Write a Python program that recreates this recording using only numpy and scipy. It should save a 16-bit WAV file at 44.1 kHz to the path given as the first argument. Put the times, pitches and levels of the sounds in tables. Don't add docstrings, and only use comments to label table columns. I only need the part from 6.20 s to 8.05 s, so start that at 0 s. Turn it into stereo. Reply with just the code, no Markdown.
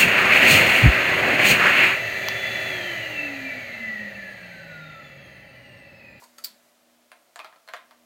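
import sys
import numpy as np
from scipy import signal
from scipy.fft import rfft, irfft, next_fast_len
from scipy.io import wavfile
from scipy.ndimage import uniform_filter1d

SR = 44100
rng = np.random.default_rng(int(sys.argv[2]) if len(sys.argv) > 2 else 0)


def generate_wav(signal):
    frames = np.transpose(np.atleast_2d(signal))
    scaled = np.clip(frames, -1, 1) * 32767
    pcm = np.round(scaled).astype(np.int16)
    wavfile.write(sys.argv[1], SR, pcm)


N = 81585
T = np.arange(N) / SR
RING_T = T[:SR // 2]
SLIDER_PAN_DB = 3
# frequency_hz, density_db
FRICTION_SPECTRUM = [(40, -29), (400, -3.5), (2000, 7), (3200, -2.5), (4600, 4.5), (5600, -0.5), (7400, 3),
                     (9000, -1.5), (12000, -0.5), (16000, -8)]


def amp(db):
    return 10 ** (np.asarray(db) / 20)


def unit(x):
    return x / np.sqrt(np.sum(x ** 2))


def at_hz(points, hz):
    frequencies, values = np.array(points, float).T
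    return np.interp(np.log(np.maximum(hz, 1)), np.log(frequencies), values)


def colour(x, points):
    size = 2 * next_fast_len(len(x))
    gain = amp(at_hz(points, np.fft.rfftfreq(size, 1 / SR)))
    cepstrum = irfft(np.log(gain))
    cepstrum[1:size // 2] *= 2
    cepstrum[size // 2 + 1:] = 0
    return irfft(rfft(x, size) * np.exp(rfft(cepstrum)))[:len(x)]


def peak(x, hz, db):
    return colour(x, [(hz / np.sqrt(2), 0), (hz, db), (hz * np.sqrt(2), 0)])


def noise(spectrum):
    x = colour(rng.standard_normal(N), spectrum)
    return x / x.std()


def wander(rate_hz):
    hold = int(SR / rate_hz)
    return uniform_filter1d(np.repeat(rng.standard_normal(N // hold + 1), hold), hold)[:N]


def fade(t60_s):
    return np.exp(-np.log(1000) * RING_T / t60_s)


def ring(modes, group=1):
    return unit(sum((-1) ** (k // group) * amp(db) * unit(np.sin(2 * np.pi * hz * RING_T) * fade(t60_s))
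                    for k, (hz, db, t60_s) in enumerate(modes)))


def crack(decay_s, spectrum):
    return unit(colour(rng.standard_normal(len(RING_T)) * np.exp(-RING_T / decay_s), spectrum))


def pan(db):
    return amp(np.array([[db], [-db]]) / 2)


def add(out, start_s, x):
    i = int(max(start_s, 0) * SR)
    out[:, i:i + x.shape[1]] += x[:, :N - i]


def reflections(early_db, late_db):
    # frequency_hz, t60_s
    decay_times = [(200, 0.37), (600, 0.34), (1400, 0.31), (2800, 0.31), (4500, .24), (9000, 0.2),
                   (15000, 0.15)]
    # frequency_hz, gain_db
    side_gain = [(100, -13), (300, -28), (1000, -10), (4000, -2), (12000, 1.5)]
    hz = np.fft.rfftfreq(len(RING_T), 1 / SR)
    onset = lambda delay_s: np.clip(RING_T / delay_s - 1, 0, 1)
    responses = []
    for _ in range(2):
        early, late = rng.standard_normal((2, len(RING_T)))
        early = unit(early * fade(t60_s=0.077) * onset(delay_s=0.002))
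        tail = 0
        for centre_hz, t60_s in decay_times:
            band = at_hz([(f, f == centre_hz) for f, _ in decay_times], hz)
            tail += irfft(rfft(late) * band, len(late)) * fade(t60_s)
        responses.append(amp(early_db) * early + amp(late_db) * unit(tail * onset(delay_s=0.0079)))
    mid, side = responses
    return mid + np.array([[1], [-1]]) * colour(side, side_gain)


def in_room(x, pan_db, early_db, late_db):
    reflected = signal.fftconvolve(x[None], reflections(early_db, late_db), axes=1)[:, :len(x)]
    return pan(pan_db) * x + pan(pan_db / 2) * reflected


def hush():
    # frequency_hz, density_db
    spectrum = [(25, -22), (60, -14), (105, -16), (150, -4), (200, -2), (400, 0), (600, 1.5), (900, 0.5),
                (1400, -0.5), (2500, -3), (6000, -6.5), (15500, -10.5)]
    side = 0.75 * colour(noise(spectrum), [(150, -9), (500, 5.5), (3000, 3.0), (10000, 0.5)])
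    return amp(-63.5) * (noise(spectrum) + np.array([[1], [-1]]) * side)


def fan():
    # shaft_multiple, level_db
    harmonics = [(1, -91.5), (3, -69.5), (4, -78)]
    # time_s, gain_db
    waver = [(0, -2.5), (.12, 3), (.52, -4.5), (.74, 2), (1.09, -11.5), (1.4, -21), (1.62, -6.5),
             (1.85, 4.5)]
    # centre_hz, width_hz, rms_db
    resonances = [(580, 31.4, -72.5), (673, 66, -71.5)]
    shaft_hz, wobble = 80.47, 0.0041
    angle = 2 * np.pi * np.cumsum(shaft_hz * (1 + wobble * wander(22.0))) / SR
    hum = sum(np.sqrt(2) * amp(db) * np.sin(multiple * angle) for multiple, db in harmonics)
    hum *= amp(np.interp(T, *np.array(waver).T))
    hz = np.fft.rfftfreq(2 * N, 1 / SR)
    for centre_hz, width_hz, rms_db in resonances:
        air = irfft(rfft(rng.standard_normal(2 * N)) / (1 + ((hz - centre_hz) / width_hz) ** 2))[:N]
        hum += amp(rms_db) * air / air.std()
    return hum


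def slide():
    stop_s, let_go_s, release_s = 0.046, 0.5, 0.0023
    rise_db_per_s, roughness = 82, 0.23
    push = amp(-58 + rise_db_per_s * np.minimum(T - stop_s, 0))
    push *= np.exp(-np.maximum(T - stop_s, 0) / release_s)
    grip = amp(-67.5 + 2 * wander(31.7)) * np.clip((let_go_s - T) / release_s, 0, 1)
    rub = colour(rng.standard_normal(N) * np.exp(roughness * wander(1500)), FRICTION_SPECTRUM)
    return in_room(rub / rub.std() * (push + grip), SLIDER_PAN_DB, early_db=-4.5, late_db=-11.5)


def case_bumps():
    # start_s, level_db, pitch_hz, t60_s
    bumps = [(0.0219, -24.5, 975, 0.028), (.053, -35, 950, 0.026), (0.1833, -27, 1312, 0.065),
             (.186, -34, 594, 0.24), (.273, -34.5, 1004, 0.049), (0.307, -37, 214, 0.23)]
    out = np.zeros((2, N))
    for start_s, level_db, pitch_hz, t60_s in bumps:
        note = colour(ring([(pitch_hz, 0, t60_s)]), [(pitch_hz / 10, -24), (pitch_hz / 2, 0)])
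        add(out, start_s, amp(level_db) * in_room(note, pan_db=3, early_db=2, late_db=-9.5))
    return out


def slider_ticks():
    # start_s, level_db
    impacts = [(0.0399, -29.5), (0.1813, -36), (0.1839, -21), (0.1911, -30.5)]
    # frequency_hz, level_db, t60_s
    modes = [(2130, -18, 0.032), (2450, -7, 0.0054), (4690, 5.5, 0.01), (5480, -9, 0.011), (6600, 3, 0.019),
             (6730, -10, 0.016), (8390, -3, .016), (12050, -13, 0.017)]
    out = np.zeros((2, N))
    for start_s, level_db in impacts:
        blow = ring(modes) + amp(-2) * crack(0.0027, FRICTION_SPECTRUM)
        add(out, start_s, amp(level_db) * in_room(blow, SLIDER_PAN_DB, early_db=-5.5, late_db=-8))
    return out


def catch():
    # start_s, level_db, treble_db, body_db
    snaps = [(0.2396, -11.5, -2.5, -1), (0.2437, -6, -6, -13), (0.245, -7, 1.5, -7.5),
             (0.2477, -7.5, -1.5, -14), (0.255, -10.5, -0.5, 0), (0.261, -24.5, -1.5, 5),
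             (.267, -29.5, 0, 13.5)]
    # frequency_hz, level_db, t60_s
    modes = [(4370, -4, .028), (4737, 1, .028), (14727, -4, .02), (2400, -20, .015), (4650, -6, .008),
             (5110, -8, .02), (7650, -9, .006), (11150, -13, .008), (11950, -12, .01), (14150, -11, .008),
             (15400, -11, .006)]
    # frequency_hz, density_db
    spectrum = [(200, 2), (1000, -6), (2700, -2), (3600, 2), (4600, 7), (6200, -7.5), (7600, -2),
                (9500, -4.5), (12000, -1), (16000, -8)]
    case_hz = 2440
    out = np.zeros((2, N))
    for start_s, level_db, treble_db, body_db in snaps:
        timbre = [(50, -30), (case_hz / 2, body_db), (2 * case_hz, 0), (12000, treble_db)]
        note = in_room(colour(ring(modes), timbre), pan_db=0, early_db=-10.5, late_db=-24)
        burst = in_room(colour(crack(0.007, spectrum), timbre), pan_db=0, early_db=-9, late_db=-8)
        add(out, start_s, amp(level_db) * (note + amp(-5) * burst))
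    return out


def device():
    # frequency_hz, left_minus_right_db
    balance = [(1000, -3.5), (4500, 2), (8000, 3), (14000, 7.5)]
    left, right = slide() + slider_ticks() + catch()
    left = colour(left, [(hz, db / 2) for hz, db in balance])
    right = colour(right, [(hz, -db / 2) for hz, db in balance])
    return case_bumps() + np.array([left, right])


def keys():
    # start_s, level_db, tilt_db_per_octave, mid_db, tick_db, tick_hz,
    # cap_hz, cap_db, pan_db
    strokes = [(.9170, -22, 0, 2.5, -8, 9300, 2680, -12, 2.5),
               (1.159, -16.5, 0, -11, -5.5, 7300, 1750, -7, 5),
               (1.192, -15.5, 1, -1, -6, 3660, 1093, -1.5, 3.5),
               (1.2003, -19.5, -0.5, -18, -20, 4000, 2450, 4, 2),
               (1.2460, -16.5, 1, -8, -8.5, 3330, 1292, 2, 3.5),
               (1.3264, -29, -0.5, -3, -22, 4200, 1750, -9, -3),
               (1.3599, -30.5, -1, -10, -14, 4200, 1314, -2, 1),
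               (1.4765, -24.5, -2.5, -0.5, -10, 7000, 4200, -5.5, 3.5),
               (1.487, -17, 1, 0, -8, 4050, 1590, -10.5, 2.5),
               (1.5365, -7.5, -0.44, 2, -16.5, 6700, 620, -25.5, 4),
               (1.5656, -31.5, 5.5, -15, 2.5, 3800, 3600, 0, 1),
               (1.7098, -27.5, 0, 1.5, -10, 4500, 1110, -4, 3)]
    # frequency_hz, level_db, t60_s
    modes = [(320, -17, 0.12), (500, -5.5, 0.014), (648.6, -3, 0.08), (708.4, -2.5, 0.049),
             (925, -6, 0.077), (1030, 1, 0.038), (1247, 2, 0.0087), (1472, -3, 0.0072), (1668, -1, 0.013),
             (1844, -1.5, 0.011), (2154, -0.5, 0.017), (2390, -8.5, 0.024), (3260, -4.5, 0.003),
             (4190, -9, 0.0024)]
    # frequency_hz, density_db
    spectrum = [(40, -52), (700, -20), (2000, 3), (4000, 7.5), (5800, -3), (11000, -3), (16000, -8.5)]
    cap_t60_s = 0.018
    out = np.zeros((2, N))
    for start_s, level_db, tilt, mid_db, tick_db, tick_hz, cap_hz, cap_db, pan_db in strokes:
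        board = ring([(hz, db + tilt * np.log2(hz), t60_s) for hz, db, t60_s in modes], group=2)
        cap = amp(cap_db) * ring([(cap_hz, 0, cap_t60_s)])
        knock = colour(peak(board, hz=1750, db=mid_db) + cap, [(70, -32), (350, -6.5), (600, -0.5)])
        tick = unit(peak(crack(0.0015, spectrum), tick_hz, db=10))
        add(out, start_s, amp(level_db) * in_room(knock, pan_db, early_db=0, late_db=-6))
        add(out, start_s, amp(level_db + tick_db) * in_room(tick, pan_db, early_db=-4.5, late_db=-8.5))
    return out


def scene():
    return device() + keys() + fan() + hush()


def record(dry):
    cutoff_hz = 15900
    return signal.sosfilt(signal.ellip(10, .2, 70, cutoff_hz, fs=SR, output="sos"), dry)


dry = scene()
out = record(dry)
generate_wav(out)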